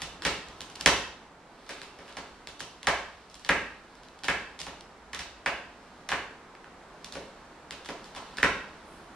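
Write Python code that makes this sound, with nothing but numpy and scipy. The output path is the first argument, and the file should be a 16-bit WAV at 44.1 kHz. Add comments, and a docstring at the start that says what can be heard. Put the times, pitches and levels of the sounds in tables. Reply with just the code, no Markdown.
"""A cat hooks its claws into a carpeted board and tears them free, a few metres away.
Each release is a burst of snapping loops: impulses that excite the board's resonances and rock it
on its foot. Between them the paws slide over the pile with a soft crackle. A bare-floored room
answers with early reflections and a half-second reverberant tail, over quiet room noise."""
import sys
import numpy as np
from scipy import signal
from scipy.fft import rfft, irfft
from scipy.io import wavfile
from scipy.ndimage import uniform_filter1d

SR = 44100
rng = np.random.default_rng(int(sys.argv[2]) if len(sys.argv) > 2 else 0)


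def store_wav(level_fs):
    """Save 16-bit WAV to argv[1]."""
    pcm = np.round(np.clip(np.atleast_2d(level_fs), -1, 1) * 32767)
    wavfile.write(sys.argv[1], SR, pcm.T.astype(np.int16))


N = 403515
PRE_ROLL = 220  # samples of room for the early snaps of a release


def claws(rock_lag_s=0.0133, room_modes_db=-1.3):
    """Modal response to each release: direct sound, feeds to walls and tail, and the board's rocking."""
    # modes of the board rocking on its foot: pitch_hz, width_hz, gain_db
    rocking_modes = [(50, 2.4, -1), (63.2, 5.5, 1), (81, 2.4, -3.5), (108.7, 7.5, -7), (162.7, 15.8, -1.5)]
    # steady resonances of the room that colour the tail: pitch_hz, width_hz, relative_db
    room_modes = [(253, 72, -7.5), (406, 38, -7), (555, 21, 1.5), (724, 13, -2), (690, 11, -5),
                  (864, 19, -15), (940, 200, -1.5), (1350, 33, -13), (1610, 18, -22), (1670, 95, -7.5),
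                  (1900, 36, -11.5), (2090, 40, -10), (2330, 78, -6.5), (2685, 190, -0.5)]
    direct, to_walls, to_tail, push = np.zeros((4, N + PRE_ROLL))
    shove = np.hanning(220)  # a 5 ms pulse of force as the board tips back
    for start_s, level_db, shares_db, tear_ms, send_db, rock_db in releases():
        ahead, all_round = gain_of(level_db) * snapping_loops(shares_db, tear_ms)
        release_s = start_s + .001  # each release sounds 1 ms after its listed time
        add(direct, release_s, ahead)
        add(to_walls, release_s, gain_of(send_db) * ahead)
        add(to_tail, release_s, gain_of(send_db) * all_round)
        add(push, release_s + rock_lag_s, gain_of(level_db + rock_db) * shove)
    rocking = sum(gain_of(db) * resonate(push, hz, width) for hz, width, db in rocking_modes)
    to_tail += sum(gain_of(db + room_modes_db) * resonate(to_tail, hz, width)
                   for hz, width, db in room_modes)
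    return np.array([direct, to_walls, to_tail, rocking])[:, PRE_ROLL:]


def releases(rip_ms=3.0, snag_ms=0.77, snag_rock_db=-9):
    """Sudden release of tension: yields each rip and snag with its share of the six resonances."""
    # a hooked claw rips free and knocks the board:
    # start_s, level_db, hollow_db, wood_db, tip_db, rock_db, send_db (the last five are relative)
    rips = [(0.0187, -18.5, -13, -7, 4, -6.5, -4), (0.2503, -11.5, -8, -9, -3, -4.5, 0.75),
            (0.86, 1.26, -11.5, -5.5, -1.9, -12, -4), (1.692, -23.5, -9.5, -16, -4, -11, -0.2),
            (1.9881, -36, 0.5, -11, -6, 0, -0.5), (2.169, -23.5, -6.5, -1.5, -4.5, -7, -1.5),
            (2.6124, -31.5, -4, 3, -2, 4, -3.5), (2.87, -7.5, -16.5, -5, -8.5, -9, -2.2),
            (3.4905, -6.5, -12.5, -16, -16.5, -8.5, -3), (4.2426, -23, -18, -16, 0, -14, -9),
            (4.2825, -11, -16, -10.5, -15, -7.5, -0.9), (4.6661, -26.5, -7, 0.5, -4.5, -2.5, -1.2),
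            (5.1316, -22.5, -19, -12, -7, -19, -1.2), (5.1915, -23, -25, -9, 0.5, -7.5, -0.8),
            (5.46, -12.5, -18, -7, -16, -12, -1.5), (6.0894, -18, -18.5, -10, -5.5, -16, -1.5),
            (6.1166, -13, -15, -7, -16, -9.5, -2.5), (7.1529, -27, 1.2, -3, -4.5, -1, -0.7),
            (7.888, -23.5, -3.5, -1, -5.5, -9, -1.4), (8.1627, -29, 3, 12.5, 7, -2.5, 1.4),
            (8.4291, -6.5, -11.5, -25, -15.5, -7, -2)]
    # a single loop slips off a claw tip with a short dry snap: start_s, level_db, tip_db, send_db
    snags = [(0.2207, -24, 3, -0.5), (0.4852, -33.5, 12, -7), (0.606, -23.5, 13, -6),
             (0.616, -28.5, 14, -11), (0.6996, -34, 18, -5), (0.754, -30.5, 6, -4), (0.7572, -27, 12, -12),
             (0.7947, -41, 6, 14.5), (0.8099, -17, 17, -10), (1.6646, -40, 3, -5), (1.816, -28.5, 2, -2.5),
             (2.079, -36.5, -1, 2), (2.125, -40, 8, -10), (2.4717, -25.5, 5.5, -4), (2.5942, -34, 14, 9),
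             (2.604, -21, 5, -17), (2.8299, -27.5, 3, -5), (3.2989, -40, 17, -1.2), (3.3426, -33.5, 18, -5),
             (3.3528, -32.5, 18, -9), (3.395, -37, 14, -4), (3.4473, -26.5, 3, -2), (3.9525, -43, 14, -5),
             (4.0332, -40, 9, -3), (4.085, -43, 10, -9), (4.1894, -39.5, 16, -7), (4.235, -24.5, 4, 2.5),
             (4.5904, -29, 15, 4), (4.6017, -25, 16, -9), (4.6148, -23, 15, -8), (4.8082, -33.5, 19, -11),
             (5.1466, -24, 16, -5), (6.5505, -38, -14, -7), (6.6427, -38.5, -23, -4),
             (7.0444, -25.5, 17, -5.5), (7.123, -26, 10, -3), (7.7079, -22.5, 2.5, -4), (7.847, -35, 10, 4),
             (7.8587, -30, 1.2, -16), (8.0424, -35, 17, -2.5), (8.1489, -30.5, 2, 0.5),
             (8.3702, -26, 10, 0), (8.379, -30, -19, -7), (8.383, -21.5, -17, -5)]
    # shares of the three carpet backing and tip resonances in a rip: base_db, tip_weight
    rip_shares = [(0.5, 1), (-4, 0.95), (-17.5, 0.9)]
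    # shares of all six resonances in a snag: base_db, tip_weight
    snag_shares = [(-10, 0), (-5.5, 0.25), (1.5, 0), (0, 0.72), (-6.5, 1), (-15, .8)]
    for start_s, level_db, hollow_db, wood_db, tip_db, rock_db, send_db in rips:
        shares_db = [hollow_db, wood_db, 0, *np.dot(rip_shares, [1, tip_db])]
        yield start_s, level_db, shares_db, rip_ms, send_db, rock_db
    for start_s, level_db, tip_db, send_db in snags:
        yield start_s, level_db, np.dot(snag_shares, [1, tip_db]), snag_ms, send_db, snag_rock_db


def snapping_loops(shares_db, tear_ms, lesser_size=.6, uneven_db=2.0):
    """Impulse excitation by one hard snap and seven lesser: sound ahead and averaged over directions."""
    # resonances from hollow board over board face and carpet backing to claw tip, which clicks first:
    # pitch_hz, nominal_width_hz, onset_in_tear_lengths
    resonances = [(370, 350, 0.55), (890, 850, 0.568), (1687, 864, 0.3), (3360, 1800, -.2),
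                  (5330, 2600, -.3), (9450, 1900, -.35)]
    tear_samples = tear_ms * SR / 1000
    ahead, power = np.zeros(2048), 0
    impulse = signal.unit_impulse(len(ahead))
    for (hz, width, onset), db in zip(resonances, shares_db):
        hardest_at = PRE_ROLL + onset * tear_samples
        lesser_at = hardest_at + np.minimum(rng.exponential(1, 7), 4) * tear_samples
        snaps = np.zeros(len(ahead))
        snaps[lesser_at.astype(int)] = lesser_size * rng.uniform(-0.98, 1, 7)
        snaps[int(hardest_at)] = 1
        ringing = gain_of(db) * unit_band(impulse, hz, 1.48 * width)
        ahead += np.convolve(snaps, ringing[:600])[:len(ahead)] / np.linalg.norm(snaps)
        power += abs(rfft(ringing)) ** 2  # the parts add by power, without notches
    spectrum = np.sqrt(power)
    ripple = unit_rms(uniform_filter1d(rng.standard_normal(len(spectrum)), size=7))
    spot_colour = unit_rms(gain_of(uneven_db * ripple))  # each spot of the board rings unevenly
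    all_round = np.roll(irfft(spectrum * spot_colour), PRE_ROLL)
    return np.array([ahead, all_round]) * 2.16 / irfft(spectrum).max()


def paws(clicks_per_s=2500, uneven_db=3.5):
    """Friction as shot noise: fibres flick back under the sliding paws in dense small clicks."""
    # loudness of the sliding: time_s, level_db
    drag = [(0, -46.5), (.15, -91), (.5, -64), (.85, -68), (1.3, -84), (1.6, -66), (1.75, -58), (1.92, -71),
            (2.05, -62), (2.45, -70.5), (3.2, -66.5), (3.35, -70), (3.45, -63), (3.8, -70), (4.7, -68.5),
            (4.9, -77), (6.0, -68), (6.5, -85), (7.2, -64.5), (7.7, -80), (8.05, -64), (8.3, -62),
            (8.5, -67), (9.15, -70.5)]
    # spectrum of the carpet pile: frequency_hz, relative_db
    pile = [(470, -53), (800, -25), (1280, 3.5), (1420, -6.5), (4130, -6), (9770, -23), (14000, -32)]
    sizes = gain_of(uneven_db * np.minimum(rng.exponential(1, N), 4))
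    flicks = rng.random(N) < clicks_per_s / SR
    clicks = sizes * flicks * rng.choice([-1., 1.], N)
    colour = gain_of(curve_at(pile, np.fft.rfftfreq(N, 1 / SR)))
    return envelope(drag) * unit_rms(irfft(rfft(clicks) * colour, N))


def early_reflections(sound):
    """Specular reflection: floor, furniture and far wall each return a copy, a little apart per ear."""
    # reflection paths: delay_s, gain_db
    echoes = [(.0028, -12), (.0062, -13), (.0158, -4.5), (.0185, -11), (.0225, -12), (.0322, -11)]
    reflected = np.zeros((2, N))
    for delay_s, db in echoes:
        add(reflected[0], delay_s, gain_of(db) * sound)
        add(reflected[1], delay_s + rng.uniform(-1e-4, 1e-4), gain_of(db) * sound)
    return signal.lfilter([.6, .4], 1, reflected)  # soft furnishings absorb treble


def reverberation(sound, tail_db=4.0, build_s=0.0064):
    """Absorption makes the dense reflections decay exponentially, each band at its own rate."""
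    # decay of the room: frequency_hz, t60_s, relative_db
    decay = [(40, 0.7, 11.5), (130, 0.31, 1), (220, 0.59, -0.5), (497, 0.52, 1), (1730, 0.55, -7.5),
             (4300, 0.55, -5.5), (11300, 0.41, -5)]
    tail = diffuse_field(SR, 256, lambda hz, t: curve_at(decay, hz, 2) - 60 * t / curve_at(decay, hz))
    tail *= 1 - np.exp(-(np.arange(SR) / SR / build_s) ** 2)  # reflections need time to thicken
    tail *= gain_of(tail_db) / np.linalg.norm(tail[0])
    return signal.fftconvolve(sound[None], tail, axes=1)[:, :N]


def room_noise(whine_hz=7881, whine_db=-91):
    """Superposition of a diffuse hush, a low rumble, a faint steady tone and a brief hiss."""
    # spectrum of the hush: frequency_hz, relative_db
    hush_spectrum = [(12, -50), (20, 3), (107, -13.5), (142, -6.5), (222, -3.5), (472, -5.5), (513, -6.5),
                     (923, -5.5), (1570, -11), (2910, -21.5), (4540, -25), (7730, -31), (12100, -42),
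                     (16000, -70)]
    # slow drift of the hush: time_s, level_db
    hush_level = [(0, -49), (.7, -49.5), (1.4, -53), (2.1, -51.5), (2.4, -52), (3.3, -54.5), (4.0, -52.5),
                  (5.0, -51.5), (5.9, -51.5), (7.0, -50), (7.6, -50), (8.3, -49.5), (9.15, -49)]
    # the rumble comes and goes: time_s, level_db
    rumble_level = [(0, -50), (.6, -62), (1.4, -78), (2.3, -67), (3.3, -64), (4.0, -69), (4.9, -68),
                    (5.2, -61), (5.9, -63), (6.6, -77), (7.5, -75), (8.3, -65), (9.15, -63)]
    # a faint high hiss near the end: time_s, level_db
    hiss_level = [(8.78, -96), (8.88, -69), (8.97, -68), (9.06, -75), (9.15, -80)]
    hush = unit_rms(diffuse_field(N, 2048, lambda hz, t: curve_at(hush_spectrum, hz)))
    rumble = envelope(rumble_level) * unit_band(rng.standard_normal(N), hz=52, width_hz=45)
    whine = gain_of(whine_db) * np.sqrt(2) * np.sin(2 * np.pi * whine_hz * np.arange(N) / SR)
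    hiss = envelope(hiss_level) * unit_band(rng.standard_normal((2, N)), hz=9600, width_hz=3500)
    return envelope(hush_level) * hush + rumble + whine + hiss


def diffuse_field(length, frame, level_db):
    """Stereo noise shaped by level_db(hz, t); long waves reach both ears nearly alike."""
    # likeness of left and right: frequency_hz, coherence
    likeness = [(60, 0.92), (150, 1), (380, 0.97), (950, 0.88), (2380, 0.56), (5980, 0.043), (15000, 0.16)]
    hop = frame // 4
    hz = np.fft.rfftfreq(frame, 1 / SR)[:, None]
    t = np.arange(length // hop + 5) * hop / SR
    shape = (2, len(hz), len(t))
    left, independent = rng.standard_normal(shape) + 1j * rng.standard_normal(shape)
    coherence = curve_at(likeness, hz)
    right = coherence * left + np.sqrt(1 - coherence ** 2) * independent
    spectra = np.array([left, right]) * gain_of(level_db(hz, t))
    return signal.istft(spectra, nperseg=frame, noverlap=frame - hop)[1][:, :length]


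def resonate(x, hz, width_hz):
    """Damped two-pole resonance with unit gain at its centre."""
    return signal.lfilter(*signal.iirpeak(hz, hz / width_hz, SR), x)


def unit_band(x, hz, width_hz):
    """Two equal resonances in cascade, the output scaled to rms 1."""
    return unit_rms(resonate(resonate(x, hz, width_hz), hz, width_hz))


def gain_of(db):
    """Decibels to an amplitude ratio."""
    return 10 ** (np.asarray(db) / 20)


def unit_rms(x):
    """Scales to rms 1."""
    return x / np.sqrt(np.mean(x ** 2) + 1e-20)


def curve_at(points, hz, column=1):
    """Interpolates a table on a log-frequency axis."""
    columns = np.transpose(points)
    return np.interp(np.log(hz + 1), np.log(columns[0] + 1), columns[column])


def envelope(points):
    """A level curve as a gain for every sample."""
    time_s, level_db = np.transpose(points)
    return gain_of(np.interp(np.arange(N) / SR, time_s, level_db))


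def add(mix, start_s, sound):
    """Superposes a sound on the mix from start_s."""
    part = mix[max(round(start_s * SR), 0):][:len(sound)]
    part += sound[:len(part)]


def scene():
    """The direct sound of cat and board sums with the room's reflections and noise."""
    direct, to_walls, to_tail, rocking = claws()
    slide = paws()
    reflected = early_reflections(to_walls) + reverberation(to_tail + slide)
    return direct + rocking + slide + reflected + room_noise()


def record(dry, cutoff_hz=16468):
    """Frequency response of two unequal microphone ports, followed by a band limit."""
    # level difference of the ports: frequency_hz, left_minus_right_db
    balance = [(60, -2.5), (99, 0.5), (160, -2.5), (270, -1), (450, 0), (740, -1.5), (1220, -1.5),
               (2010, -1), (3330, -1.0), (5500, 0), (9080, -4), (15000, 0.0)]
    # phase difference of the ports: frequency_hz, left_lead_rad
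    phase_lead = [(2500, 0.), (4400, .2), (7000, 2.6), (9500, .2), (12500, .4), (15000, 2.5)]
    # bass and treble roll-off of both ports: frequency_hz, gain_db
    response = [(20, -13), (45, -2), (9000, 1.5), (12500, -1.5), (14500, -13), (16400, -31)]
    hz = np.fft.rfftfreq(N, 1 / SR)
    left = gain_of(curve_at(balance, hz) / 2) * np.exp(1j * curve_at(phase_lead, hz) / 2)
    ports = gain_of(curve_at(response, hz)) * np.array([left, 1 / left])
    heard = irfft(rfft(dry) * ports, N)
    lowpass = signal.firwin(511, cutoff_hz, window=("kaiser", 9), fs=SR)
    return signal.oaconvolve(heard, lowpass[None], "same")


dry = scene()
out = record(dry)
store_wav(out)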